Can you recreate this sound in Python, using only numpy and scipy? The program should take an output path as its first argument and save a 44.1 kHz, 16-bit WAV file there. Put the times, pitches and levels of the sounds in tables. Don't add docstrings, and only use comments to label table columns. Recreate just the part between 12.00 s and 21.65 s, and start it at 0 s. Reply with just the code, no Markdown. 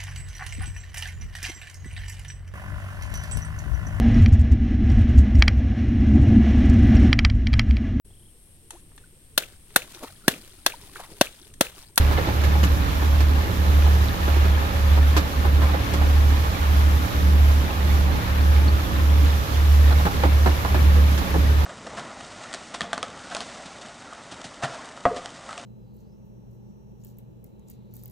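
import sys
import numpy as np
from scipy import signal
from scipy.fft import rfft, irfft, next_fast_len
from scipy.io import wavfile

SR = 44100
rng = np.random.default_rng(int(sys.argv[2]) if len(sys.argv) > 2 else 0)


def master(y):
    cut = np.clip(np.atleast_2d(y).T, -1, 1)
    pcm = np.round(cut * 32767)
    wavfile.write(sys.argv[1], SR, pcm.astype(np.int16))


N = 425565
TIME = np.arange(N) / SR
SPRAY_LAG_S, BLOW_LAG_S = 0.000405, 0.00025


def undb(db):
    return 10 ** (np.asarray(db) / 20)


def unit(x):
    return x / np.sqrt(np.mean(x ** 2))


def pan(db):
    return undb(np.array([[.5], [-.5]]) * db)


def curves(table):
    time_s, *columns = np.transpose(table)
    return [np.interp(TIME, time_s, column) for column in columns]


def across(points, hz):
    points_hz, value = np.transpose(points)
    return np.interp(np.log(hz), np.log(points_hz), value)


def colour(x, spectrum, tilt_db_oct=0):
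    size = next_fast_len(len(x) + SR // 20, True)
    hz = np.maximum(np.fft.rfftfreq(size, 1 / SR), 1)
    gain = undb(across(spectrum, hz) + tilt_db_oct * np.log2(np.maximum(hz, 100) / 1000))
    return unit(irfft(rfft(x, size) * gain, size)[:len(x)])


def walk(rate_hz):
    return 1.77 * np.interp(TIME * rate_hz, np.arange(1024), rng.standard_normal(1024))


def ports(source, nearness=0, lag_s=SPRAY_LAG_S):
    shared = [(300, 0.55), (700, 0.17), (1400, 0.68), (2200, -0.13), (3500, -0.07), (7000, 0.08),
              (12000, 0.54)]
    balance = [(200, -4.5), (380, -4.5), (700, -3.5), (1300, -2), (2400, 1), (4400, -5), (6500, -4),
               (8500, -0.5), (12200, -7.5), (15000, -9.5)]
    size = next_fast_len(N, True)
    hz = np.maximum(np.fft.rfftfreq(size, 1 / SR), 1)
    common, left, right = (rfft(source(), size) for _ in range(3))
    share = np.clip(across(shared, hz) + nearness, 0, 1)
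    delay = np.exp(-2j * np.pi * hz * lag_s)
    pair = np.sqrt(share) * np.array([common * delay, common])
    pair += np.sqrt(1 - share) * np.array([left, right])
    return irfft(pair * pan(across(balance, hz)), size)[:, :N]


def firing_rates():
    swell_period_s, least_load_s = 2.912, 1.409
    swell = np.cos(2 * np.pi * (TIME - least_load_s) / swell_period_s)
    shortfall_hz = .264 * np.exp(-TIME / .5)
    return 73.595 + .116 * swell - shortfall_hz, 71.916 + .224 * swell


def engine(firing_hz, firing_db, orders, firings_per_cycle, pan_db, overtone_db=0):
    in_step_s, left_lead_rad = 5.402, 0.23
    cycle_rad = 2 * np.pi * np.cumsum(firing_hz) / SR / firings_per_cycle
    cycle_rad -= np.interp(in_step_s, TIME, cycle_rad)
    firing = np.sin(firings_per_cycle * cycle_rad + left_lead_rad * np.array([[.5], [-.5]]))
    out = undb(firing_db + .35 * walk(24)) * firing * pan(pan_db)
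    cycle_rad += 0.0065 * walk(4.6) + 0.0071 * walk(35)
    for order, level_db, order_pan_db in orders:
        gain = undb(level_db + overtone_db + 2.0 * walk(4))
        out += gain * np.sin(order * cycle_rad + rng.uniform(0, 2 * np.pi)) * pan(order_pan_db)
    return np.sqrt(2) * out


def main_engine(firing_hz, rumble_db):
    orders = [(4.997, -34, -3), (7, -53, -2), (9, -41, -2), (12, -43, 0), (14.97, -41, 0),
              (15.93, -55.5, -14), (20.92, -47, 2), (23.88, -46, -3), (26.87, -49.5, -5), (30, -57.5, -7),
              (33.1, -51.5, -11), (35.97, -56.5, -6), (38.8, -57.5, -6), (42, -62, -2), (44.92, -49, -2),
              (47.7, -61, -.5), (53.8, -57.5, -10)]
    return engine(firing_hz, firing_db=-20.5, orders=orders, firings_per_cycle=6, pan_db=-1.8,
                  overtone_db=1.6 * (rumble_db - rumble_db.mean()))


def pump_engine(firing_hz):
    orders = [(6.1, -37.5, -7), (9.03, -39, -2), (10, -54, -2), (10.97, -40, -3), (14.16, -34.5, -2),
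              (16.03, -46, -2), (18, -40.5, -5), (30, -46, -2), (33.04, -51.5, -9)]
    surge_db, surge_hz, period_s, crest_s = 1.9, .218, 1.165, 1.975
    surge = np.cos(2 * np.pi * (TIME - crest_s) / period_s)
    firing_db = -21.5 + 0.37 * TIME + surge_db * surge
    return engine(firing_hz + surge_hz * surge, firing_db, orders, firings_per_cycle=12, pan_db=-1.5)


def hull(firing_hz, level_db):
    spectrum = [(15, -16), (24, -15), (35, -1.5), (60, -1.5), (78, -6), (95, -.5), (130, -4.5), (180, -7.5),
                (230, -9), (295, -7.5), (345, -14.5), (390, -14.5), (460, -18), (700, -54)]
    cycle_rad = 2 * np.pi * np.cumsum(firing_hz) / SR / 6
    shake = (1 + 0.081 * np.cos(cycle_rad)) * undb(1.23 * walk(12))
    mid, side = (colour(rng.standard_normal(N), spectrum) for _ in range(2))
    return undb(level_db) * shake * (mid + undb(-4.5) * side * np.array([[1], [-1]]))


def drops(rate_hz, spread_db, mist):
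    hits = rng.random(N) < rate_hz / SR
    sizes = undb(spread_db * np.minimum(rng.exponential(size=N), 5))
    return unit(hits * sizes * rng.standard_normal(N)) + mist * rng.standard_normal(N)


def bubble(pitch_hz, decay_cycles):
    cycles = np.arange(int(4 * decay_cycles * SR / pitch_hz)) * pitch_hz / SR
    envelope = (1 - np.exp(-cycles)) * np.exp(-cycles / decay_cycles)
    return envelope * np.sin(2 * np.pi * cycles * (1 + 0.0171 * cycles / decay_cycles))


def bubbles(count, low_hz, high_hz, decay_cycles, spread_db):
    out = np.zeros(N + SR)
    for when, pitch, rank in rng.random((count, 3)):
        ring = bubble(low_hz * (high_hz / low_hz) ** pitch, decay_cycles)
        start = int(when * N)
        out[start:start + len(ring)] += undb(-spread_db * np.log(rank + 0.0064)) * ring
    return unit(out[:N])


def splashing():
    spectrum = [(200, -13.5), (440, -2), (550, 0.5), (700, -3), (840, 1), (930, -1.5), (1020, 0), (1270, 1),
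                (1550, -3.5), (1770, -2.5), (1950, -6.5), (2250, -5.5), (3150, -11.5), (3520, -9.5),
                (4200, -13), (4550, -16.5), (7000, -40), (12000, -56)]
    patter = colour(drops(rate_hz=1800, spread_db=1.5, mist=1.0), spectrum)
    rings = bubbles(count=3500, low_hz=450.2, high_hz=4988, decay_cycles=15.4, spread_db=2.5)
    fizz = colour(rings, spectrum, tilt_db_oct=4.5)
    return (patter + undb(-4) * fizz) * undb(0.75 * walk(22))


def hiss():
    spectrum = [(1000, -13), (3000, 7), (4200, 1.5), (5700, 3.5), (7200, -1), (8700, -6.5), (10500, -2.5),
                (11400, 2.5), (12200, 1.5), (13200, -0.5), (14300, -5.5), (15500, -7.5)]
    flicker = undb(.7 * walk(20))
    return colour(drops(rate_hz=6000, spread_db=3.0, mist=1.7), spectrum) * flicker


def contact(length_s, tail_s, punch):
    age_s = TIME[:SR // 4]
    attack = 1 - np.exp(-age_s / (0.021 * length_s))
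    decay = np.exp(-np.maximum(age_s - length_s, 0) / tail_s)
    envelope = attack * decay * (1 + punch * np.exp(-age_s / 0.0041))
    return envelope * rng.standard_normal(len(age_s)), np.sqrt(np.mean(envelope ** 2))


def blows(events, spectrum, tail_s, focus_db_oct, grit, tilt_db_oct, dulling, punch):
    deck = [(174.6, 0.16, 4), (289.5, 0.17, -2), (378, 0.083, -3), (486, 0.08, -7.5), (550, 0.14, -10),
            (690, 0.091, -9), (840, 0.072, 1.5), (1009, 0.056, 2), (1730, 0.056, 5.5), (2090, 0.066, -1),
            (2970, .02, 8)]
    mode_hz, t60_s, mode_db = np.transpose(deck)
    out, age_s = np.zeros(N + SR), TIME[:SR // 4]
    decays = np.exp(-np.log(1000) * age_s / t60_s[:, None])
    modes = decays * np.sin(2 * np.pi * mode_hz[:, None] * age_s)
    signs = (-1) ** np.arange(len(mode_hz))
    median_db = np.median([row[1] for row in events])
    for start_s, level_db, contact_s, spot_hz, ring_db, bright_db_oct in events:
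        push, push_rms = contact(contact_s, tail_s, punch)
        struck = (signs * undb(mode_db - focus_db_oct * np.abs(np.log2(mode_hz / spot_hz)))) @ modes
        shaken = signal.fftconvolve(push, struck)[:len(age_s)]
        ring = unit(unit(struck) + grit * unit(shaken))
        thud = colour(push, spectrum, tilt_db_oct + bright_db_oct - dulling * (level_db - median_db))
        start = int(start_s * SR)
        out[start:start + len(age_s)] += undb(level_db) * push_rms * (thud + undb(ring_db) * ring)
    return out[:N]


def thumps():
    events = [(.110, -29, 0.026, 1060, -19, 2.5), (.175, -32.5, .012, 2150, 0, -2),
              (.181, -34.5, .014, 494, 5, 1), (.272, -30, 0.0088, 300, 0, -1.5),
              (.287, -30, .008, 862, -5, 1), (.552, -37, .008, 845, -0.5, -5),
              (1.02, -30.5, 0.009, 298, -2, 0), (1.864, -34, .016, 850, -2, -2),
              (2.277, -28, 0.012, 378, -8, 0), (2.366, -35, 0.0092, 378, 2, -1),
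              (2.454, -34, 0.012, 378, -1, 1.5), (2.974, -27.5, .012, 298, -9, 0),
              (3.451, -28.5, 0.012, 378, -13, 1), (3.618, -29, 0.025, 1080, -8, 1.5),
              (3.742, -26.5, 0.005, 550, -5, -.5), (4.015, -27.5, 0.01, 298, -15, -1),
              (5.69, -39, 0.01, 850, 2, 0), (7.906, -28, 0.023, 850, -12, 0),
              (7.997, -32.5, 0.0088, 850, -3, 1), (8.053, -24.5, 0.011, 180, -2.5, 1.5),
              (8.066, -25, .011, 850, -9, 0), (8.236, -19, 0.004, 550, -9, 0.1),
              (8.251, -22, 0.0036, 298, -5.5, -2), (8.460, -19.5, 0.019, 373, -7.5, 0),
              (8.648, -27.5, 0.009, 1000, -1, 0), (8.744, -23.5, 0.01, 380, -6.5, 0.5),
              (8.965, -36.5, .012, 450, 2, -8), (9.342, -27.5, 0.01, 1730, -8, -7),
              (9.347, -30.5, .005, 546, -1.5, -7), (9.354, -22.5, 0.0046, 222, -2, -6)]
    spectrum = [(80, -28), (170, 6.5), (300, 7), (400, 7), (540, 1.5), (680, 4.5), (900, 5.5), (1150, -1.5),
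                (1500, -0.5), (1800, -5.5), (2300, -14.5), (3500, -17.5), (7000, -34), (15000, -35)]
    return blows(events, spectrum, tail_s=0.015, focus_db_oct=29.0, grit=0.9,
                 tilt_db_oct=1.6, dulling=0.11, punch=0.66)


def slaps():
    events = [(.437, -30.5, 0.014, 1900, -6, -0.5), (.631, -30, 0.01, 240, 4.5, 0.5),
              (.637, -30, .008, 3050, -3, 1.2), (1.205, -31.5, .007, 550, -6, -0.5),
              (3.166, -20.5, 0.012, 550, -9.5, 0.4), (3.936, -29.5, .009, 298, -8, 0),
              (9.176, -31.5, .012, 298, -20, 0)]
    spectrum = [(100, -10), (300, 22.5), (440, 15.5), (540, 14), (700, 7), (1500, 11), (2200, 2), (3300, 1),
                (5500, -5.5), (7200, -9.5), (8500, -19), (12000, -15), (16000, -28)]
    return blows(events, spectrum, tail_s=0.016, focus_db_oct=11.0, grit=0.92,
                 tilt_db_oct=3.0, dulling=0.18, punch=0.35)


def drips():
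    events = [(1.481, 2000, -30, .003), (2.085, 3750, -25, .0025), (2.091, 3500, -29, .002),
              (2.109, 1800, -30, .003), (3.028, 1700, -26, .004), (4.636, 2000, -29, .003),
              (6.409, 4300, -33, .004), (6.681, 4300, -28, .009), (7.099, 3200, -30, .003)]
    out, age_s = np.zeros(N + SR), TIME[:SR // 10]
    for start_s, pitch_hz, level_db, decay_s in events:
        band = [(pitch_hz * .5, -30), (pitch_hz, 0), (pitch_hz * 2, -30)]
        spatter = colour(rng.standard_normal(len(age_s)), band) * np.exp(-age_s / decay_s)
        plink = bubble(pitch_hz, decay_s * pitch_hz)
        start = int(start_s * SR)
        out[start:start + len(plink)] += undb(level_db) * plink
        out[start:start + len(age_s)] += undb(level_db - 12) * spatter
    return out[:N]


def scene():
    levels = [(0.0, -31.5, -33, -46.5), (1.24, -32.5, -35, -47), (1.72, -32.5, -34.5, -45.5),
              (2.42, -34, -33, -46.5), (3.44, -33, -35, -47.5), (3.71, -31.5, -33.5, -47),
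              (4.45, -33.5, -34, -45.5), (4.68, -34, -33, -45.5), (5.05, -33.5, -34.5, -45.5),
              (6.23, -31.5, -34.5, -47), (7.05, -32, -35, -46.3), (7.5, -34.5, -34, -45),
              (7.95, -33, -34.5, -45), (8.5, -33, -34, -45), (9.0, -31, -34, -46), (9.22, -32.5, -35, -46),
              (9.65, -31.5, -33.5, -47)]
    hum = [(0, 0.5), (.5, -1), (1.15, 0), (1.9, 0.3), (3.0, 0), (4.2, -0.5), (5.4, 0.5), (6.0, -1.5),
           (6.55, -1), (7.2, 0.7), (7.85, 0.5), (9.0, -0.5), (9.65, -1)]
    rumble_db, splash_db, hiss_db = curves(levels)
    hum_db, = curves(hum)
    main_hz, pump_hz = firing_rates()
    engines = (main_engine(main_hz, rumble_db) + pump_engine(pump_hz)) * undb(hum_db)
    planks = hull(main_hz, rumble_db - 0.2) * pan(-4)
    spray = ports(splashing) * undb(splash_db + 1.5) + ports(hiss) * undb(hiss_db + 6.5)
    knocks = ports(thumps, nearness=0.22, lag_s=BLOW_LAG_S) * undb(0.34)
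    water = ports(slaps, nearness=0.09, lag_s=BLOW_LAG_S) * undb(1.0)
    return engines + planks + spray + knocks + water + drips() * pan(-4)


def record(dry):
    cutoff_hz = 15600
    return signal.sosfilt(signal.ellip(10, .2, 80, cutoff_hz, fs=SR, output="sos"), dry)


dry = scene()
out = record(dry)
master(out)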